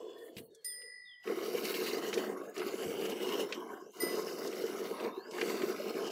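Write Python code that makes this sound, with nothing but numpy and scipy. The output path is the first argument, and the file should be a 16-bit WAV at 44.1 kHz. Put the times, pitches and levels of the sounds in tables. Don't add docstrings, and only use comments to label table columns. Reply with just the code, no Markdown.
import sys
import numpy as np
from scipy import signal
from scipy.fft import rfft, irfft
from scipy.io import wavfile
from scipy.ndimage import uniform_filter1d, minimum_filter1d

SR = 44100
rng = np.random.default_rng(int(sys.argv[2]) if len(sys.argv) > 2 else 0)


def ratio(d):
    e = np.asarray(d, float) / 20
    return 10 ** e


def wav_out(sig):
    wavfile.write(sys.argv[1], SR, np.round(np.clip(np.atleast_2d(sig).T, -1, 1) * 32767).astype(np.int16))


N = 269451
T = np.arange(N) / SR


def unit(x):
    return x / np.sqrt(np.mean(x ** 2))


def add(out, s, burst):
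    i = int(s * SR)
    out[i:i + len(burst)] += burst[:N - i]


def resonate(x, peaks):
    out = 0
    for k, (hz, width, db) in enumerate(peaks):
        b, a = signal.iirpeak(hz, hz / width, SR)
        out = out + (-1) ** k * ratio(db) * signal.lfilter(b, a, x)
    return out


def ring(x, hz, width):
    once = resonate(x, [(hz, width, 0)])
    return unit(resonate(once, [(hz, 2 * width, 0)]))


def colour(x, points):
    hz, db = np.transpose(points)
    log_f = np.log(np.fft.rfftfreq(N, 1 / SR) + 1)
    return unit(irfft(rfft(x) * ratio(np.interp(log_f, np.log(hz), db)), N))


def walk(rate):
    hold = int(SR / rate)
    steps = np.repeat(rng.standard_normal(N // hold + 1), hold)
    smooth = uniform_filter1d(uniform_filter1d(steps, hold), hold)
    return unit(smooth[:N])


def swell(start, length):
    return np.abs(np.sin(np.pi * np.clip((T - start) / length, 0, 1)))


def patter(per_s, spread_db, hiss):
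    hit = rng.random(N) < per_s / SR
    size = np.minimum(rng.exponential(size=N), 3)
    sign_noise, smooth_noise = rng.standard_normal((2, N))
    return unit(hit * ratio(spread_db * size) * np.sign(sign_noise)) + hiss * smooth_noise


def glide(length, hz0, hz1, wobble_db, shake_hz=25, ease=0):
    t = T[:int(length * SR)]
    shake = unit(uniform_filter1d(rng.standard_normal(N // 4), size=110))[:len(t)]
    way = t / length - ease * np.sin(2 * np.pi * t / length) / (2 * np.pi)
    hz = hz0 + (hz1 - hz0) * way + shake_hz * shake
    tone = np.sin(2 * np.pi * np.cumsum(hz) / SR)
    return t, tone * np.sqrt(np.sin(np.pi * t / length)) * ratio(wobble_db * shake[::-1])


def field():
    # f/Hz, relative density/dB
    air_spectrum = [(40, 4), (450, 3), (1700, 0.5), (15500, -12)]
    return colour(rng.standard_normal(N), air_spectrum) * ratio(-73 + 1.5 * walk(8))


def birds():
    # start t/s, length t/s, from f/Hz, to f/Hz, level/dB, warble f/Hz
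    chirps = [(0.501, 0.12, 3840, 3070, -71.5, 23), (0.672, 0.08, 3660, 3120, -63, 40),
              (0.86, 0.27, 4340, 4330, -75, 44), (1.051, .11, 3780, 2970, -55, 50),
              (1.556, 0.061, 3200, 2930, -66, 44)]
    out = np.zeros(N)
    for s, length, hz0, hz1, db, warble in chirps:
        t, tone = glide(length, hz0, hz1, wobble_db=0.0)
        add(out, s, ratio(db) * tone * (1 + .5 * np.sin(2 * np.pi * warble * t)))
    t = T[:SR // 4]
    echoes = ratio(-43.0) * rng.standard_normal(len(t)) * np.exp(-t / 0.067)
    return out + signal.fftconvolve(out, echoes)[:N]


def thuds():
    # t/s, level/dB, f/Hz, rumble t60/s
    blows = [(0.366, -40, 191, 0.39), (2.862, -37, 174.5, 0.42)]
    out, t = np.zeros(N), T[:SR // 3]
    for s, db, hz, t60 in blows:
        knock = np.sin(2 * np.pi * hz * t) * np.exp(-t / 0.0092)
        rumble = 0.33 * ring(rng.standard_normal(len(t)), hz, 1.1 * hz)
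        add(out, s, ratio(db) * (knock + rumble * 1000. ** (-t / t60)))
    return out


def bell():
    # f/Hz, level/dB, t60/s,
    # lean (how far the clapper's favour raises or lowers the mode), share of the level change
    modes = [(1954, -5.5, 3.05, -1.3, 0.45), (2004, 8.5, 1.27, 0.31, 1.48), (5060, -7.5, 0.96, -0.51, 0.56),
             (5014, 4.5, 1.22, 0.36, 0.18), (9075, 8, 0.64, -0.49, 0.083), (9114, 3.5, 0.42, 0.88, 0.47),
             (14150, -2, 0.44, -0.51, .05), (14200, 3, 0.35, 1, .05)]
    # level before/dB, level after/dB, wait until it changes t/s
    blows = [(0.644, -44.5, -3.5, -14, -0.5, 0.086), (4.001, -51, 13, -0.5, -40, 0.11)]
    change_s = 0.21
    out = np.zeros(N)
    for s, db, favour_db, before_db, after_db, wait in blows:
        t = np.maximum(T - s, 0)
        change_db = before_db + (after_db - before_db) * np.clip((t - wait) / change_s, 0, 1)
        tick = ring(rng.standard_normal(N), 5700, 5400) * np.minimum(t / 0.002, 1) * np.exp(-t / 0.012)
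        out += ratio(db - 5) * tick
        for hz, mode_db, t60, lean, share in modes:
            tone = np.sin(2 * np.pi * hz * t) * np.minimum(t / 0.006, 1) * 1000. ** (-t / t60)
            out += ratio(db + mode_db + lean * favour_db + share * change_db) * tone
    return out


def whistles():
    # start t/s, length t/s, from f/Hz, to f/Hz, level/dB, pitch shake f/Hz
    rising_tones = [(1.88, 0.11, 3450, 5120, -49.5, 51), (2.408, 0.18, 6250, 6900, -68, 30),
                    (2.641, .32, 6930, 7800, -58, 420), (3.782, 0.16, 4900, 6430, -66.5, 45.3),
                    (5.081, 0.27, 3510, 5200, -61.5, 45)]
    out = np.zeros(N)
    for s, length, hz0, hz1, db, shake_hz in rising_tones:
        tone = glide(length, hz0, hz1, wobble_db=3, shake_hz=shake_hz, ease=.7)[1]
        breath = unit(uniform_filter1d(rng.standard_normal(N // 4), 150))[:len(tone)]
        add(out, s, ratio(db) * tone * (1 + 0.45 * breath))
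    return out


def splats():
    # t/s, level/dB, centre f/Hz
    slaps = [(0.18, -60, 3500), (0.2787, -57.5, 1940), (0.366, -43.5, 3060), (0.381, -43.5, 2720),
             (0.547, -54.5, 6500), (0.8163, -55, 2780), (1.24, -60, 2140), (1.273, -41, 1880),
             (1.74, -34.5, 2540), (2.1278, -32, 2270), (2.139, -35.5, 4800), (2.1755, -35, 2700),
             (2.4405, -62, 12500), (2.4953, -53, 13400), (2.578, -42.5, 4850), (2.5635, -39.5, 1950),
             (2.594, -39.5, 2960), (2.6157, -36.5, 1170), (2.682, -43.5, 2670), (3.5233, -30.5, 2520),
             (3.917, -61, 9000), (4.018, -41, 4900), (4.473, -42, 4960), (4.5262, -41, 2450),
             (4.839, -55, 5800), (4.9977, -42, 2500), (5.31, -47, 4800), (5.3813, -34.5, 1470),
             (5.4116, -30, 2050), (5.479, -41, 1700), (5.618, -35.5, 2000)]
    out, t = np.zeros(N), T[:SR // 5]
    for s, db, hz in slaps:
        noise = rng.standard_normal(len(t))
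        body = ring(noise, hz, 0.71 * hz) + 0.04 * np.diff(noise, prepend=0)
        add(out, s, ratio(db) * body * np.minimum(t / 0.002, 1) * 1000. ** (-t / 0.059))
    return out


def gulps():
    # t/s, level/dB, starting f/Hz
    big_bubbles = [(1.275, -30.5, 420), (1.298, -27, 445), (1.319, -28.5, 373), (1.479, -31, 429),
                   (1.372, -33.5, 354), (1.548, -26.5, 445), (2.663, -27, 357), (2.739, -26.5, 385),
                   (3.406, -31.5, 424), (3.445, -30.5, 405), (4.033, -23.5, 345), (4.18, -32, 367),
                   (4.638, -23, 421), (5.176, -27.5, 363), (5.426, -29, 411), (5.633, -22.5, 362),
                   (5.798, -31, 563)]
    out, t = np.zeros(N), T[:SR // 10]
    for s, db, hz in big_bubbles:
        shape = t / 0.0042 * np.exp(1 - t / 0.004)
        add(out, s, ratio(db) * shape * np.sin(2 * np.pi * hz * t * (1 + 3 * t)))
    return out


def bubbles(splash_db):
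    count, low_hz, high_hz = 1200, 1095, 2000
    decay_cycles, level_db = 6.1, -8.5
    out, t = np.zeros(N), T[:SR // 30]
    for when, pitch, size in rng.random((count, 3)):
        cycles = low_hz * (high_hz / low_hz) ** pitch * t
        tone = np.sin(2 * np.pi * cycles * (1 + 0.0077 * cycles))
        tone = tone * np.minimum(cycles / 2.7, 1) * np.exp(-cycles / decay_cycles)
        add(out, when * T[-1], ratio(-9 * size) * tone)
    return unit(out) * ratio(splash_db + level_db)


def spray(missing_db):
    # f/Hz, relative band level/dB, extra loss as a share of the missing drive
    mist_bands = [(7640, -5.5, 0.95), (9000, -2.5, 0.67), (10400, -1.5, .2), (11900, -0.5, 0.1),
                  (15400, -0.5, .1)]
    hz, db, loss = np.transpose(mist_bands)
    mist = patter(5000, 4.5, 0.6)
    out = 0
    for k, f in enumerate(np.arange(7600, 15800, 600)):
        band_db = np.interp(f, hz, db) + np.interp(f, hz, loss) * missing_db + 2.8 * walk(22.21)
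        out = out + (-1) ** k * ratio(band_db) * ring(mist, f, 480)
    return 0.28 * out


def trickle():
    # t/s, level/dB
    hum_level = [(0, -40.5), (.1, -50.5), (.5, -52.5), (.62, -58), (.9, -59.5), (1.04, -74), (1.1, -110)]
    # f/Hz, width f/Hz, level/dB, from t/s, to t/s
    narrow_bands = [(264, 26, -69, -1.1, 0.6), (350, 66, -54.5, -0.9, .55), (663, 61, -63.5, -1, .55),
                    (1026, 63, -58, -0.85, 0.3), (1818, 47, -61.5, 0.16, 0.3),
                    (1700, 45, -73.5, 0.52, 0.99), (3405, 73, -65, -1, 0.35), (4330, 80, -77, -.5, 0.75),
                    (5030, 73, -87, -0.9, 0.34)]
    # start t/s, length t/s, level/dB
    foam_rustles = [(0.15, 0.19, -65.5), (0.345, 0.082, -57.5), (.39, 0.11, -70)]
    hum_db = np.interp(T, *np.transpose(hum_level))
    out = ratio(hum_db) * ring(rng.standard_normal(N), 450, 65)
    for hz, width, db, start, end in narrow_bands:
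        envelope = ratio(db + 2.3 * walk(38.5)) * np.sqrt(swell(start, end - start))
        out = out + envelope * ring(patter(1500, 4.8, 0.42), hz, width)
    rustle = sum(ratio(db) * swell(s, length) ** 2 for s, length, db in foam_rustles)
    return out + rustle * ratio(3.3 * walk(59.5)) * spray(-1)


def spurts():
    squeezes = [(-.3, 0.84, 0.04, 0.72, -61.5, -65), (1.228, 1.318, 0.075, 0.28, -39, -56.5),
                (1.354, 0.61, 0.37, 0.12, -60, -46), (2.033, 0.44, 0.095, 0.4, -40, -49.5),
                (2.537, 1.367, 0.01, 0.47, -38, -54.5), (2.663, 1.41, 0.23, 0.73, -46.5, -54),
                (3.924, 1.47, 0.13, 0.46, -39.5, -53), (4.954, 0.15, 0.049, 0.065, -37, -59.5),
                (5.3, 1.34, 0.1, 0.65, -38, -53.5), (5.424, 0.26, 0.082, 0.18, -41.5, -52.5)]
    # lag t/s, level over its column/dB, loss per taper_s level/dB, bend of taper
    follow = [(0.026, 0, -6.5, 0.94), (0.011, -10, -3.5, 6), (0.0019, 0.5, -14, 1.02), (0, -7, -9.5, 0.78)]
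    taper_s, rise_db, stop_s = .35, -13, 0.024
    out = []
    for k, (lag, over_db, lost_db, bend) in enumerate(follow):
        power = 1e-14
        for s, length, rise, taper, *column_db in squeezes:
            t = T - s - lag
            db = column_db[k // 2] + over_db + rise_db * np.clip(1 - t / rise, 0, 1) ** 2
            db = db + lost_db * (np.maximum(t - length + taper, 0) / taper_s) ** bend
            power = power + ratio(2 * db) * (t > 0) * np.clip((length - t) / stop_s, 0, 1) ** 2
        out.append(10 * np.log10(power))
    return out


def spits():
    jumps = (rng.random(N) < 45 / SR) * np.minimum(rng.exponential(size=N), 2.2)
    relaxed = signal.lfilter([1], [1, -np.exp(-1 / (0.0081 * SR))], jumps)
    return uniform_filter1d(relaxed, size=330)


def drift(x, share):
    position = np.arange(N) + np.cumsum(share * walk(4.0))
    return np.interp(position % (N - 1), np.arange(N), x)


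def sheet_steel(x):
    t, chance = T[:SR // 8], rng.random((160, 2))
    hz = 1000 + 90 * (np.arange(160)[:, None] + .7 * chance[:, :1])
    modes = np.sin(2 * np.pi * (hz * t + chance[:, 1:]))
    response = modes.sum(axis=0) * 1000. ** (-t / .06)
    return x + .3 * signal.fftconvolve(x, response / np.linalg.norm(response))[:N]


def jets():
    # f/Hz, width f/Hz, relative level/dB
    air_modes = [(206.7, 44.6, -8), (308.4, 80.7, -6), (366.5, 41, 1), (445, 51.3, -1), (672, 216, -13.5)]
    # f/Hz, width f/Hz, relative level/dB
    wall_modes = [(735, 113, -7), (1044, 200, -1), (1276, 214, -0.5), (1600, 220, -11), (2148, 300, 0.5),
                  (2930, 360, 0.5), (3720, 670, -4), (4330, 480, -4.5), (4894, 280, -6), (5460, 510, -5.5),
                  (6060, 1200, -3.5), (7050, 1100, -9.5)]
    wall_loss = [-0.46, 0.057, 0.7, -0.74, 0.67, -0.42, 0, .8, -0.32, 0.7, -0.21, -0.51]
    full_fizz_db, wall_db = -57, -5
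    plunge_db, splash_db, fizz_db, spray_db = spurts()
    sputter, spit = walk(45), spits()
    air = resonate(resonate(patter(800, 2.33, 0.76), air_modes), [(389, 610, 0)])
    plunge = unit(air)
    missing_db = np.clip(fizz_db - full_fizz_db, -30, 0)
    hiss = spray(missing_db) * ratio(spray_db + 1.63 * sputter + 2.4 * spit)
    for (hz, width, db), loss in zip(wall_modes, wall_loss):
        share = np.clip(np.log(hz / 1500) / np.log(1.7), 0, 1)
        drive_db = db + splash_db + share * (fizz_db - splash_db + 2.9 * spit)
        flicker_db = 1.68 * sputter + 1.8 * walk(24.99) + 1.82 * walk(3.1)
        mode = drift(ring(patter(2000, 7.8, 0.34), hz, width), share=.035)
        hiss = hiss + ratio(drive_db + wall_db + loss * missing_db + flicker_db) * mode
    flutter_db = 1.2 * sputter + 1.5 * walk(70)
    return plunge * ratio(plunge_db + flutter_db) + sheet_steel(hiss) + bubbles(splash_db + sputter)


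def scene():
    background = field() + birds() + thuds() + bell()
    milk = whistles() + splats() + gulps() + trickle() + jets()
    return (background + milk)[None]


def suppress(x):
    # f/Hz, bin level/dB
    noise_floor = [(110, -106), (2400, -100.5), (4450, -103), (14900, -112)]
    # f/Hz, bin level/dB, from t/s
    raised_bands = [(1847, -73.5, .62), (2520, -87, 0.27), (3400, -81, 1.25), (4580, -81, 1.25),
                    (5500, -92, 0), (6450, -99, 0.083)]
    band_width_hz = 84
    f, t, z = signal.stft(x, SR, nperseg=1024)
    power = np.maximum(uniform_filter1d(np.abs(z) ** 2, size=7, axis=-1), 1e-18)
    hz, db = np.transpose(noise_floor)
    floor = ratio(2 * np.interp(np.log(f + 1), np.log(hz), db))[:, None]
    recent = minimum_filter1d(power, size=81, origin=40, axis=-1)
    noise = floor + .7 * recent
    for hz, db, s in raised_bands:
        noise = noise + ratio(2 * db) * np.outer(np.exp(-((f - hz) / band_width_hz) ** 2), t >= s)
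    gain = np.clip(1 - noise / power, ratio(-20), 1)
    return signal.istft(z * gain, SR, nperseg=1024)[1][..., :N]


def top_cut(x):
    return signal.sosfilt(signal.butter(12, 16470, fs=SR, output="sos"), x)


def record(dry):
    x = signal.sosfilt(signal.butter(2, 70, "high", fs=SR, output="sos"), dry)
    x = signal.sosfilt(signal.ellip(10, .2, 70, 15750, fs=SR, output="sos"), x)
    mix = suppress(x)
    return top_cut(mix)


dry = scene()
out = record(dry)
wav_out(out)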